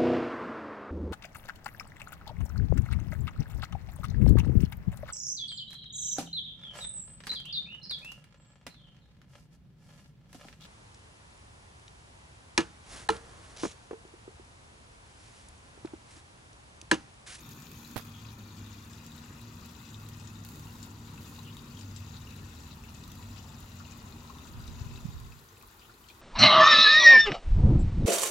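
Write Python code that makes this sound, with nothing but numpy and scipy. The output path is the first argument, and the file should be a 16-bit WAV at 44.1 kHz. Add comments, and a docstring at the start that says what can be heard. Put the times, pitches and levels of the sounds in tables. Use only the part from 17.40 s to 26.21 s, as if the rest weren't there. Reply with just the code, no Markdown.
"""Water trickles into a garden pond, left of a hand-held camera: drops tick and trapped bubbles ring
over a soft wash, while a motor, probably the pump, drones low and light air rumbles.
At the start a finger rubs by the right microphone port (its opening) and knocks on the case;
it rubs again now and then. From about 5 s deeper bubbles join in, then a faint higher hum.
At 7 s the grip shifts with a rumble; the hand shields the microphone, so drone and trickle end weaker."""
import sys
import numpy as np
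from scipy import signal
from scipy.fft import rfft, irfft, next_fast_len
from scipy.io import wavfile
from scipy.ndimage import uniform_filter1d, map_coordinates

SR = 44100
rng = np.random.default_rng(int(sys.argv[2]) if len(sys.argv) > 2 else 0)


def store_pcm(level_fs):
    """Save levels as 16-bit WAV."""
    pcm = np.round(np.clip(level_fs, -1, 1) * 32767).astype(np.int16)
    wavfile.write(sys.argv[1], SR, np.atleast_2d(pcm).T)


N = 388521

# In the tables, side is left minus right; likeness is 1 when both ears hear the same, 0 when unrelated.
# how fast the motor's shaft turns: t/s, f/Hz
SHAFT_SPEED = [(0, 21.8), (1.2, 20.5), (2.2, 22), (3, 20.7), (4.5, 19.6), (5.2, 19.6), (6.2, 19.0),
               (8.81, 19.6)]
# the motor's tones: multiple of the shaft speed, level/dB
MOTOR_TONES = [(4, -6.5), (6, -17), (7, -6.5), (8, -8.5), (10, -8), (11, -14.5), (14, -12), (16, -18.5)]
# its steady hum: f/Hz, level/dB
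MOTOR_HUM = [(233.5, 0.5), (316, -25)]
# swells of the tone at five times the shaft speed: t/s, length/s, level/dB
MOTOR_BOOMS = [(0.588, 1.0, -49), (2.0, 0.22, -47.5), (2.504, 0.86, -48.5), (3.383, 0.81, -48.5),
               (4.336, 0.3, -43.5), (4.61, 0.48, -46.5), (5.687, 0.41, -47.5), (6.248, 0.38, -49.5)]
# soft thumps of the hand: t/s, level/dB, f/Hz, side/dB
HAND_THUMPS = [(7.2, -34, 113, 5), (7.286, -38, 78, -11), (7.417, -26.5, 102, 9), (7.467, -32, 109, 15),
               (7.656, -25, 146, -13), (7.689, -30.5, 116.2, -24), (7.77, -35, 84, -12),
               (7.816, -38, 90, -10)]
# finger strokes by the port: t/s, length/s, level/dB, fade/(dB per s)
FINGER_RUBS = [(0.0, 0.68, -62, 1), (3.043, 0.43, -58.5, 13), (3.8, 0.25, -59, 14), (5.67, 0.25, -67, 15)]
# slips of the fingertip: t/s, level/dB, side/dB
FINGER_TICKS = [(0.0907, -44, -7), (0.112, -44, 1), (0.2017, -45, -8), (0.316, -41, -5), (0.476, -46, -7),
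                (0.513, -44, -8), (0.651, -44, -1), (1.6461, -50, -3), (1.6643, -42, -1),
                (2.2588, -42.5, -2), (2.6883, -42, -0.5), (3.049, -37.5, 1), (3.088, -39, -1),
                (3.1193, -48, -2), (3.157, -46, -2), (3.195, -43.5, 1), (5.6785, -44, 1),
                (5.7173, -42.5, 0), (5.7543, -44, 0), (7.8003, -45, 3), (8.225, -46, 3)]
# blows on the case: t/s, level/dB, f/Hz, side/dB, scrape relative to the blow/dB
CASE_KNOCKS = [(0.5602, -24.5, 282, -16, -23), (0.5609, -30.5, 1700, -14, -20),
               (0.5655, -23.5, 1000, -16, -15), (0.5664, -26.5, 130, -9, -16.5), (0.577, -31, 700, -10, -6),
               (0.5965, -39, 1100, -12, -14)]
# single large bubbles: t/s, level/dB, f/Hz
BIG_BUBBLES = [(3.984, -43, 980), (6.402, -40, 1290), (6.658, -50, 980), (6.895, -42.5, 1055),
               (8.232, -48.5, 1060), (8.495, -47.5, 1350)]
# droplets that burst close by: t/s, level/dB
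NEAR_DROPLETS = [(1.4475, -47), (1.7613, -45), (2.0148, -43), (3.4266, -40), (4.1674, -44), (4.963, -43),
                 (6.203, -39), (6.5749, -44), (7.2703, -46)]
# small splashes: t/s, length/s, level/dB, f/Hz
SMALL_SPLASHES = [(0.734, 0.063, -49.5, 3070), (0.86, 0.045, -51, 3780), (1.15, 0.042, -54, 6800),
                  (1.782, 0.15, -52, 1690), (4.048, 0.053, -47.5, 2970), (4.735, 0.035, -50, 4200),
                  (4.901, 0.1, -53, 2600), (5.257, 0.08, -48, 3930), (5.433, 0.025, -58, 2560),
                  (5.968, 0.035, -54, 2850), (8.41, 0.04, -53, 2840), (8.683, 0.034, -50, 3480)]
# drops that only slap the surface: t/s, level/dB, f/Hz
SLAPPING_DROPS = [(0.2209, -38.5, 6760), (1.1654, -47, 5220), (1.1834, -46, 7240), (1.263, -44, 3640),
                  (1.3299, -47, 5500), (1.5314, -38, 3620), (1.6694, -42, 7290), (1.778, -44, 3680),
                  (2.2914, -41, 5620), (2.798, -40, 3640), (2.873, -37, 6900), (3.4286, -34, 7250),
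                  (3.7764, -49, 4100), (4.0312, -42, 5840), (4.1679, -44, 3580), (4.3904, -36, 6910),
                  (4.4104, -35, 3970), (4.5622, -32, 7340), (5.2041, -43, 7430), (5.235, -43, 4540),
                  (5.546, -40, 4020), (5.638, -41, 3710), (6.0262, -43, 6810), (6.3175, -50, 3800),
                  (6.5206, -43, 5800), (7.0707, -40, 6300), (7.2784, -43, 3870), (7.559, -50, 3730),
                  (8.086, -47, 6170), (8.6857, -40, 4400)]
# drops that trap a ringing bubble: t/s, level/dB, f/Hz, side/dB
RINGING_DROPS = [(0.448, -38, 3900, 7), (0.611, -38.5, 4870, 7), (0.8513, -42, 2470, 9.5),
                 (0.887, -38, 3720, 6.5), (0.9907, -43, 3700, 6), (1.105, -43, 3850, 7),
                 (1.2627, -41, 3720, 8), (1.345, -45, 2430, 5), (1.719, -40, 3650, 8.5),
                 (1.7787, -38, 3700, 8.5), (1.9942, -44, 2580, 7.5), (2.014, -43, 3800, 8),
                 (2.5441, -35, 3670, 7.5), (2.6639, -44, 3880, 8), (2.902, -46, 2550, 7),
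                 (3.777, -40, 2620, 8.5), (3.9907, -37.5, 3900, 11), (4.1684, -35, 3670, 6),
                 (4.371, -40, 3170, 8.5), (4.6777, -43, 6700, 9.5), (4.766, -40, 3680, 6),
                 (4.871, -42.5, 2790, 12), (5.167, -44, 4030, 8), (5.3093, -47, 2610, 8),
                 (5.4374, -41, 2620, 11), (5.4874, -46, 2770, 8), (5.6378, -41, 3780, 4),
                 (5.72, -44, 3300, 8), (6.3176, -43, 3860, 8), (6.4518, -43, 2700, 13),
                 (6.724, -39.5, 4050, 11), (6.875, -43, 4000, 8), (6.9845, -39, 3600, 4),
                 (7.278, -38, 3830, 7), (7.559, -38, 3780, 9), (7.575, -41, 2600, 8),
                 (7.9216, -40.5, 2520, 6), (7.982, -47, 4830, 5), (8.169, -50, 2520, 4),
                 (8.2116, -46, 2480, 2), (8.3948, -42.5, 4750, 0), (8.541, -46, 4100, 2.5),
                 (8.6413, -47, 2960, 8), (8.701, -40.5, 2400, 1)]

# the colour of each sound, or how strong it is from low to high: f/Hz, level/dB
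BREEZE_COLOUR = [(20, -11), (45, 8.5), (80, 7.5), (105, 9), (220, -38)]
MOTOR_COLOUR = [(22, -18), (45, -9), (80, -1.5), (130, -3), (180, -6.5), (260, -7.5), (350, -16),
                (480, -19.5), (600, -26), (1200, -46)]
WHIRR_COLOUR = [(270, -36), (330, 3.5), (395, -9), (470, -0.5), (560, -23)]
GRIP_COLOUR = [(12, -46), (22, 2), (50, 2), (85, 3.5), (146, 1), (209, -23), (260, -24), (350, -39),
               (460, -70), (770, -120)]
SKIN_COLOUR = [(500, -10), (3000, -3), (4700, -0.5), (5500, -7), (6800, 2), (8500, -6), (10500, -2.5),
               (15500, -1)]
SIZZLE_COLOUR = [(9000, -40), (11600, -15), (12350, 0), (13300, -4), (14200, -12), (15500, -10)]
SCRAPE_COLOUR = [(100, 6), (350, 5), (1150, 8), (1900, 4.5), (4000, 2.5), (8500, -9), (12000, 1.5),
                 (15500, -6)]
WASH_COLOUR = [(200, -15), (360, -5), (480, -12), (620, -13.5), (800, -11), (1000, -7.5), (1450, -3.5),
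               (1620, -11.5), (1850, -9), (2170, -15), (2480, -17), (4000, -14), (5500, -21), (7300, -18),
               (8900, -24.5), (9700, -22.5), (12300, -20), (15500, -20.5)]
GURGLE_COLOUR = [(550, -17.5), (760, -8.5), (930, -1.5), (1080, -3), (1400, -7), (1700, -19), (3000, -14.5)]
SPRAY_COLOUR = [(2000, -33), (4000, -13), (8700, -7), (9800, -2.5), (11000, -8), (15500, -4.5)]
FIZZ_COLOUR = [(1000, 0), (15000, 0)]
TRICKLE_COLOUR = [(700, -33), (1300, -1.5), (1620, -6), (1850, -1.5), (2280, -6.5), (2540, 2.5), (2800, 1),
                  (3150, -6), (3800, 1), (4400, -4.5), (4800, -1.5), (5250, -7.5), (5850, -3), (6250, -6.5),
                  (7100, -0.5), (7700, -7.5), (8600, -19.5), (15000, -35.5)]
# how alike a noise is in the two ears: f/Hz, likeness (above 1 counts as 1)
BREEZE_LIKENESS = [(25, 0.69), (80, 1)]
MOTOR_LIKENESS = [(25, 0.93), (70, 0.98), (300, 0.96), (700, 0.44)]
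WASH_LIKENESS = [(300, 0), (640, 2.1), (1300, -0.5), (3000, 0.24), (15000, 0.15)]
# how far the wash leans to the left: f/Hz, side/dB
WASH_LEAN = [(500, 2.2), (1400, 0.77), (2500, 0.5), (4000, 0.45), (7000, 6.1), (12000, 1.9), (15000, 7.9)]

SHIELD_START_S, SHIELD_CLOSING_S = 7.58, 0.52  # the hand closes over the microphone
TIME = np.arange(N) / SR


def amp(db):
    """Turn decibels into a gain to multiply by."""
    return 10 ** (np.asarray(db) / 20)


def unit(x):
    """Scale a sound to an average strength (rms) of 1."""
    return x / np.sqrt(np.mean(x ** 2) + 1e-20)


def along(points, hz):
    """Read a table of (frequency, value) between its points, on a log scale of frequency."""
    freqs, values = np.transpose(points)
    return np.interp(np.log(hz + 1), np.log(freqs + 1), values)


def wobble(rate):
    """A smooth random curve through rate new values a second."""
    values = rng.standard_normal(int(N * rate / SR) + 4)
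    return map_coordinates(values, [TIME * rate], mode="nearest")


def ramp(start, length):
    """0 before start, then rising straight to 1 over length seconds."""
    return np.clip((TIME - start) / length, 0, 1)


def held(start, hold, attack, release):
    """Fade in, stay, fade out; all in seconds, with hold counted from the start."""
    return ramp(start, attack) * (1 - ramp(start + hold, release))


def swell(centre_s, width_s, db):
    """A slow bell-shaped change of level, in dB."""
    return db * np.exp(-((TIME - centre_s) / width_s) ** 2)


def shielded(loss_db):
    """The change of level in dB as the hand closes over the microphone."""
    return -loss_db * ramp(SHIELD_START_S, SHIELD_CLOSING_S)


def pan(side_db):
    """Left and right gains that average 1; a positive side is to the left."""
    gains = amp(np.array([[.5], [-.5]]) * side_db)
    return gains / gains.mean(0)


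def add(track, start, sound):
    """Mix a sound into a stereo track, start seconds in."""
    part = track[:, round(start * SR):][:, :sound.shape[-1]]
    part += sound[..., :part.shape[1]]


def filtered(x, response):
    """Multiply each frequency in a sound by response(hz)."""
    size = next_fast_len(N + SR // 4)
    return irfft(rfft(x, size) * response(np.fft.rfftfreq(size, 1 / SR)), size)[..., :N]


def band(x, low_hz, high_hz, order=4):
    """Keep the part of a sound between two frequencies."""
    return signal.sosfilt(signal.butter(order, [low_hz, high_hz], "band", fs=SR, output="sos"), x)


def coloured(x, colour, size=2048):
    """Give a stereo sound a colour while its attacks stay sharp."""
    cepstrum = irfft(np.log(amp(along(colour, np.fft.rfftfreq(size, 1 / SR)))))
    # fold the filter so that it rings only after a hit, never before
    cepstrum[1:size // 2] *= 2
    cepstrum[size // 2 + 1:] = 0
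    impulse = irfft(np.exp(rfft(cepstrum)))
    return signal.oaconvolve(x, impulse[None], axes=1)[:, :N]


def rush(colour, likeness, patchy_db):
    """Stereo noise with random louder and softer patches; likeness is a table or one number."""
    def ear_mix(hz):
        alike = likeness if np.isscalar(likeness) else along(likeness, hz)
        angle = np.arccos(np.clip(alike, -1, 1)) / 2
        return np.vstack([np.cos(angle), np.sin(angle)])

    cells = signal.stft(rng.standard_normal((2, N)), nperseg=512)[2]
    patches = uniform_filter1d(rng.standard_normal(cells.shape[1:]), size=5, axis=0)
    patches = unit(uniform_filter1d(patches, size=7, axis=1))
    noise = signal.istft(cells * amp(patchy_db * patches), nperseg=512)[1][:, :N]
    mid, side = filtered(noise, lambda hz: amp(along(colour, hz)) * ear_mix(hz))
    return unit(np.array([mid + side, mid - side]))


def bubble(t, hz, cycles, rise):
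    """A trapped air bubble rings for some cycles; its pitch climbs as it nears the surface."""
    age = t * hz / cycles
    climb = 1 + rise * np.minimum(age, 4) / 4
    onset = 1 - np.exp(-2 * t * hz)
    return np.sin(2 * np.pi * hz * t * climb) * np.exp(-age) * onset


def bubbles(per_s, low_hz, high_hz, cycles, spread_db, scatter_db, samples):
    """A random rain of bubbles, many faint and few loud, each from its own spot."""
    when, pitch, rarity, ring_time, side = rng.random((5, int(per_s * N / SR), 1))
    hz = low_hz * (high_hz / low_hz) ** pitch
    strength = amp(spread_db * np.minimum(-np.log(rarity), 4)) * hz / low_hz
    rings = bubble(np.arange(samples) / SR, hz, cycles * (.5 + ring_time), rise=0.073)
    rings *= strength * np.linspace(1, 0, samples)
    where = ((when * N).astype(int) + np.arange(samples)).ravel()
    gains = pan(scatter_db * (2 * side.ravel() - 1))
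    return np.array([np.bincount(where, (rings * ear[:, None]).ravel(), N)[:N] for ear in gains])


def stones(x, echo_s, echo_db):
    """The stones round the pond scatter a short echo; it keeps changing as the camera moves."""
    out, t = x.copy(), np.arange(SR // 10) / SR
    envelope = amp(-60 * t / echo_s) * (1 - np.exp(-t / 0.0014))
    for part in np.array_split(np.arange(N), 30):
        tail = rng.standard_normal((2, len(t))) * envelope
        echo = signal.fftconvolve(x[:, part], tail / np.linalg.norm(tail[0]), axes=1)
        add(out, part[0] / SR, amp(echo_db) * echo)
    return out


def breeze():
    """Light air rumbles at the ports, slowly growing, with one lull and one puff."""
    lull = swell(centre_s=4.2, width_s=0.54, db=-7)
    puff = swell(centre_s=5.56, width_s=0.6, db=4)
    level_db = -64 + 1.49 * TIME + lull + puff + shielded(loss_db=10.5) + 0.23 * wobble(3.9)
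    return amp(level_db) * rush(BREEZE_COLOUR, BREEZE_LIKENESS, patchy_db=1.5)


def whirr(hz=391):
    """Towards the end a faint hum sets in above the drone, with a soft rush around it."""
    tone = np.sin(2 * np.pi * hz * TIME + 0.42 * wobble(4.5))
    tone *= amp(-1 + shielded(loss_db=7))
    halo = rush(WHIRR_COLOUR, likeness=0.8, patchy_db=-4)
    halo *= amp(-5.5 + shielded(loss_db=-3))  # the rush grows as the tone weakens
    return amp(-64) * ramp(start=6.6, length=0.33) * (tone + halo)


def motor(boom_edge_s=0.07):
    """A turning shaft drones: wavering tones and a hum in a dull roar; one tone booms now and then."""
    shaft_hz = np.interp(TIME, *np.transpose(SHAFT_SPEED))
    angle = 2 * np.pi * np.cumsum(shaft_hz) / SR
    tones = sum(amp(db + 3.76 * wobble(6)) * np.sin(multiple * angle + 0.67 * wobble(5))
                for multiple, db in MOTOR_TONES)
    hum = sum(amp(db + 1.7 * wobble(2.93)) * np.sin(2 * np.pi * hz * TIME + 0.5 * wobble(3.7))
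              for hz, db in MOTOR_HUM)
    roar = rush(MOTOR_COLOUR, MOTOR_LIKENESS, patchy_db=1.5)
    drone = tones + amp(-2.5) * hum + amp(1.5) * roar
    drone_db = -53.5 + swell(centre_s=3.94, width_s=0.95, db=2.3) + 0.093 * wobble(3.85)
    booming = sum(amp(db) * held(start - boom_edge_s / 2, length, boom_edge_s, boom_edge_s)
                  for start, length, db in MOTOR_BOOMS)
    boom = booming * amp(2.4 * wobble(7)) * np.sin(5 * angle + 1.25 * wobble(6))
    return pan(1) * (boom + amp(drone_db + shielded(loss_db=15)) * drone)


def grip():
    """The hand shifts on the case: a rumble that swells and fades, with a few soft thumps."""
    pressure = held(start=7.04, hold=0.74, attack=0.14, release=0.3)
    rumble = rush(GRIP_COLOUR, likeness=0.1, patchy_db=-1.7)
    out = pressure * amp(-44.5 + 0.46 * wobble(12)) * pan(-2.4) * rumble
    t = np.arange(-SR // 40, SR // 40) / SR
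    for centre, db, hz, side_db in HAND_THUMPS:
        thump = np.sin(2 * np.pi * hz * t) * np.exp(-(t * hz / 0.58) ** 2)
        add(out, centre + t[0], amp(db) * pan(side_db) * thump)
    return out


def finger(catch_s=0.0081):
    """Skin slides by the right port: a thin hiss fades along each stroke, and each slip ticks."""
    strokes = sum(held(start, length, catch_s, catch_s) * amp(db - fade * length * ramp(start, length))
                  for start, length, db, fade in FINGER_RUBS)
    hiss = strokes * rush(SKIN_COLOUR, likeness=0.52, patchy_db=1)
    # the narrow gap between finger and port sizzles until the finger first lets go
    touching = 1 - ramp(start=0.58, length=0.09)
    sizzle = amp(-64.5) * touching * rush(SIZZLE_COLOUR, likeness=0.47, patchy_db=1)
    ticks, t = np.zeros((2, N)), np.arange(SR // 40) / SR
    snap = 0.7 * np.exp(-t / 0.0012) + 0.5 * np.exp(-t / 0.006)
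    for start, db, side_db in FINGER_TICKS:
        add(ticks, start, amp(db) * pan(side_db) * rng.standard_normal((2, len(t))) * snap)
    roughness = amp(2.2 * wobble(200))
    return pan(-5.5) * roughness * (hiss + sizzle) + coloured(ticks, SKIN_COLOUR)


def knock():
    """A finger bumps the case: each contact clicks, pushes air in and out of the port and scrapes."""
    pushes, scrapes, t = np.zeros((2, N)), np.zeros((2, N)), np.arange(SR // 10) / SR
    for start, db, hz, side_db, scrape_db in CASE_KNOCKS:
        push = -np.sin(2 * np.pi * hz * t) * np.exp(-(t * hz / 1.2) ** 2)
        click = -min(hz / 900, 1) * np.exp(-t / 0.00019)  # harder contacts click more
        scrape = rng.standard_normal((2, len(t))) * np.exp(-t / 0.013)
        add(pushes, start, amp(db) * pan(side_db) * (amp(-5) * push + amp(2) * click))
        add(scrapes, start, amp(db + scrape_db) * pan(-12) * scrape)
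    return pushes + coloured(scrapes, SCRAPE_COLOUR)


def wash(flutter_above_hz=8000):
    """Water farther off blurs into a soft wash whose treble flutters with fine spatter."""
    far = rush(WASH_COLOUR, WASH_LIKENESS, patchy_db=1.5)
    far = filtered(far, lambda hz: pan(along(WASH_LEAN, hz)))
    treble = filtered(far, lambda hz: 1 - 1 / (1 + (hz / flutter_above_hz) ** 10))
    flutter = amp(0.9 * unit(wobble(7) + wobble(30) + wobble(120)))
    level_db = -58 + shielded(loss_db=0.9) + 0.4 * wobble(13)
    return amp(level_db) * (far + (flutter - 1) * treble)


def gurgle():
    """Large bubbles burble where the stream plunges in; a surge brings deeper ones, and a few glug."""
    crowd = bubbles(per_s=700, low_hz=643, high_hz=1717, cycles=2.95,
                    spread_db=2.1, scatter_db=13, samples=700)
    crowd = unit(coloured(stones(crowd, echo_s=0.13, echo_db=-0.5), GURGLE_COLOUR))
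    burble_db = -61.5 + swell(centre_s=7.04, width_s=0.54, db=2.7) + 0.3 * wobble(3.4)
    burble = amp(burble_db + shielded(loss_db=5)) * pan(3.8) * crowd
    deep = bubbles(per_s=260, low_hz=500, high_hz=790, cycles=4, spread_db=2, scatter_db=9, samples=1100)
    surge = amp(-70) * held(start=5.15, hold=2.46, attack=0.18, release=0.18) * unit(deep)
    glugs, t = np.zeros((2, N)), np.arange(SR // 20) / SR
    for start, db, hz in BIG_BUBBLES:
        add(glugs, start, amp(db) * pan(3.3) * bubble(t, hz, cycles=3.5, rise=0.036))
    return burble + surge + stones(glugs, echo_s=0.085, echo_db=5.5)


def spray():
    """Tiny droplets land and burst: dry, very high ticks, a few of them close by."""
    ticks = bubbles(per_s=130, low_hz=9800, high_hz=15500, cycles=0.9,
                    spread_db=2.2, scatter_db=1, samples=96)
    ticks = unit(coloured(stones(ticks, echo_s=0.022, echo_db=1), SPRAY_COLOUR))
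    near, t = np.zeros((2, N)), np.arange(SR // 50) / SR
    for start, db in NEAR_DROPLETS:
        add(near, start, amp(db) * rng.standard_normal((2, len(t))) * np.exp(-t / 0.0041))
    return amp(-70.5 + 0.88 * wobble(6.6)) * pan(1.8) * ticks + pan(6.3) * coloured(near, SPRAY_COLOUR)


def drip():
    """A thin thread of water keeps trapping bubbles of one size, so they ring near one pitch."""
    rings = bubbles(per_s=51, low_hz=2425, high_hz=2730, cycles=11,
                    spread_db=3, scatter_db=-2, samples=900)
    return amp(-78 + shielded(loss_db=15)) * pan(6) * unit(stones(rings, echo_s=0.075, echo_db=-4))


def splashes(bubbles_each=22):
    """A small splash sheds a run of bubbles of like size, their pitch drifting upward."""
    out, t = np.zeros((2, N)), np.arange(SR // 40) / SR
    for start, length, db, hz in SMALL_SPLASHES:
        for when, pitch, softness in rng.random((bubbles_each, 3)):
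            ring_hz = hz * np.exp(0.22 * (pitch - .5) + 0.039 * (when - .5))
            ring = bubble(t, ring_hz, cycles=3.1, rise=0.047)
            add(out, start + when * length, amp(db - 10 * softness) * pan(4.3) * ring)
    return stones(out, echo_s=0.063, echo_db=6.5)


def slaps():
    """A drop that traps no bubble gives a short, noisy tick, strongest around one frequency."""
    out, t = np.zeros((2, N)), np.arange(SR // 40) / SR
    for start, db, hz in SLAPPING_DROPS:
        burst = rng.standard_normal(len(t)) * np.exp(-t / 0.0036)
        broad = band(burst, 2600, 7900)
        bright = band(burst, hz * 0.96, hz * 1.004, order=2)
        add(out, start, amp(db - 5) * pan(11) * (broad + 2 * bright))
    return stones(out, echo_s=0.12, echo_db=-1)


def drops():
    """A drop ticks on the surface, then the bubble it traps rings briefly."""
    out, t = np.zeros((2, N)), np.arange(SR // 25) / SR
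    for start, db, hz, side_db in RINGING_DROPS:
        tick = band(rng.standard_normal(len(t)) * np.exp(-t / 0.0025), 2000, 7500)
        ring = bubble(t, hz, cycles=8.5, rise=0.039)
        add(out, start, amp(db) * pan(side_db) * (amp(-11) * tick + amp(-4.5) * ring))
    return stones(out, echo_s=0.09, echo_db=-3.5)


def trickle():
    """The near stream: many small bubbles and sharp spatter over a fine fizz, in quick spurts."""
    rings = bubbles(per_s=1600, low_hz=1387, high_hz=8010, cycles=5,
                    spread_db=2, scatter_db=10, samples=512)
    spatter = bubbles(per_s=600, low_hz=2910, high_hz=12000, cycles=0.92,
                      spread_db=3.6, scatter_db=5, samples=96)
    patter = stones(unit(rings) + amp(-2.5) * unit(spatter), echo_s=0.054, echo_db=-2.5)
    fizz = rush(FIZZ_COLOUR, likeness=0.27, patchy_db=1)
    water = unit(patter) + amp(-4) * fizz
    # the camera swings round, and the trickle's colour moves up a little in pitch
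    swung = ramp(start=1.1, length=0.44)
    before = coloured(water, [(hz * 0.94, db) for hz, db in TRICKLE_COLOUR])
    after = coloured(water, TRICKLE_COLOUR)
    stream = unit((1 - swung) * before + swung * after)
    spurts_db = 0.55 * wobble(6.5) + 1.2 * wobble(45)
    return amp(-59 + spurts_db + shielded(loss_db=8.5)) * pan(11.7) * stream


def scene():
    """Air and motor, the hand on the camera and the pond together."""
    background = breeze() + whirr() + motor()
    handling = grip() + finger() + knock()
    water = wash() + gurgle() + spray() + drip() + splashes() + slaps() + drops() + trickle()
    return background + handling + water


def record(dry):
    """The camera sheds the lowest rumble and cuts off the very highest treble."""
    low_hz, top_hz = 15, 15850
    return filtered(dry, lambda hz: (hz < top_hz) * 1j * hz / (1j * hz + low_hz))


dry = scene()
out = record(dry)
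store_pcm(out)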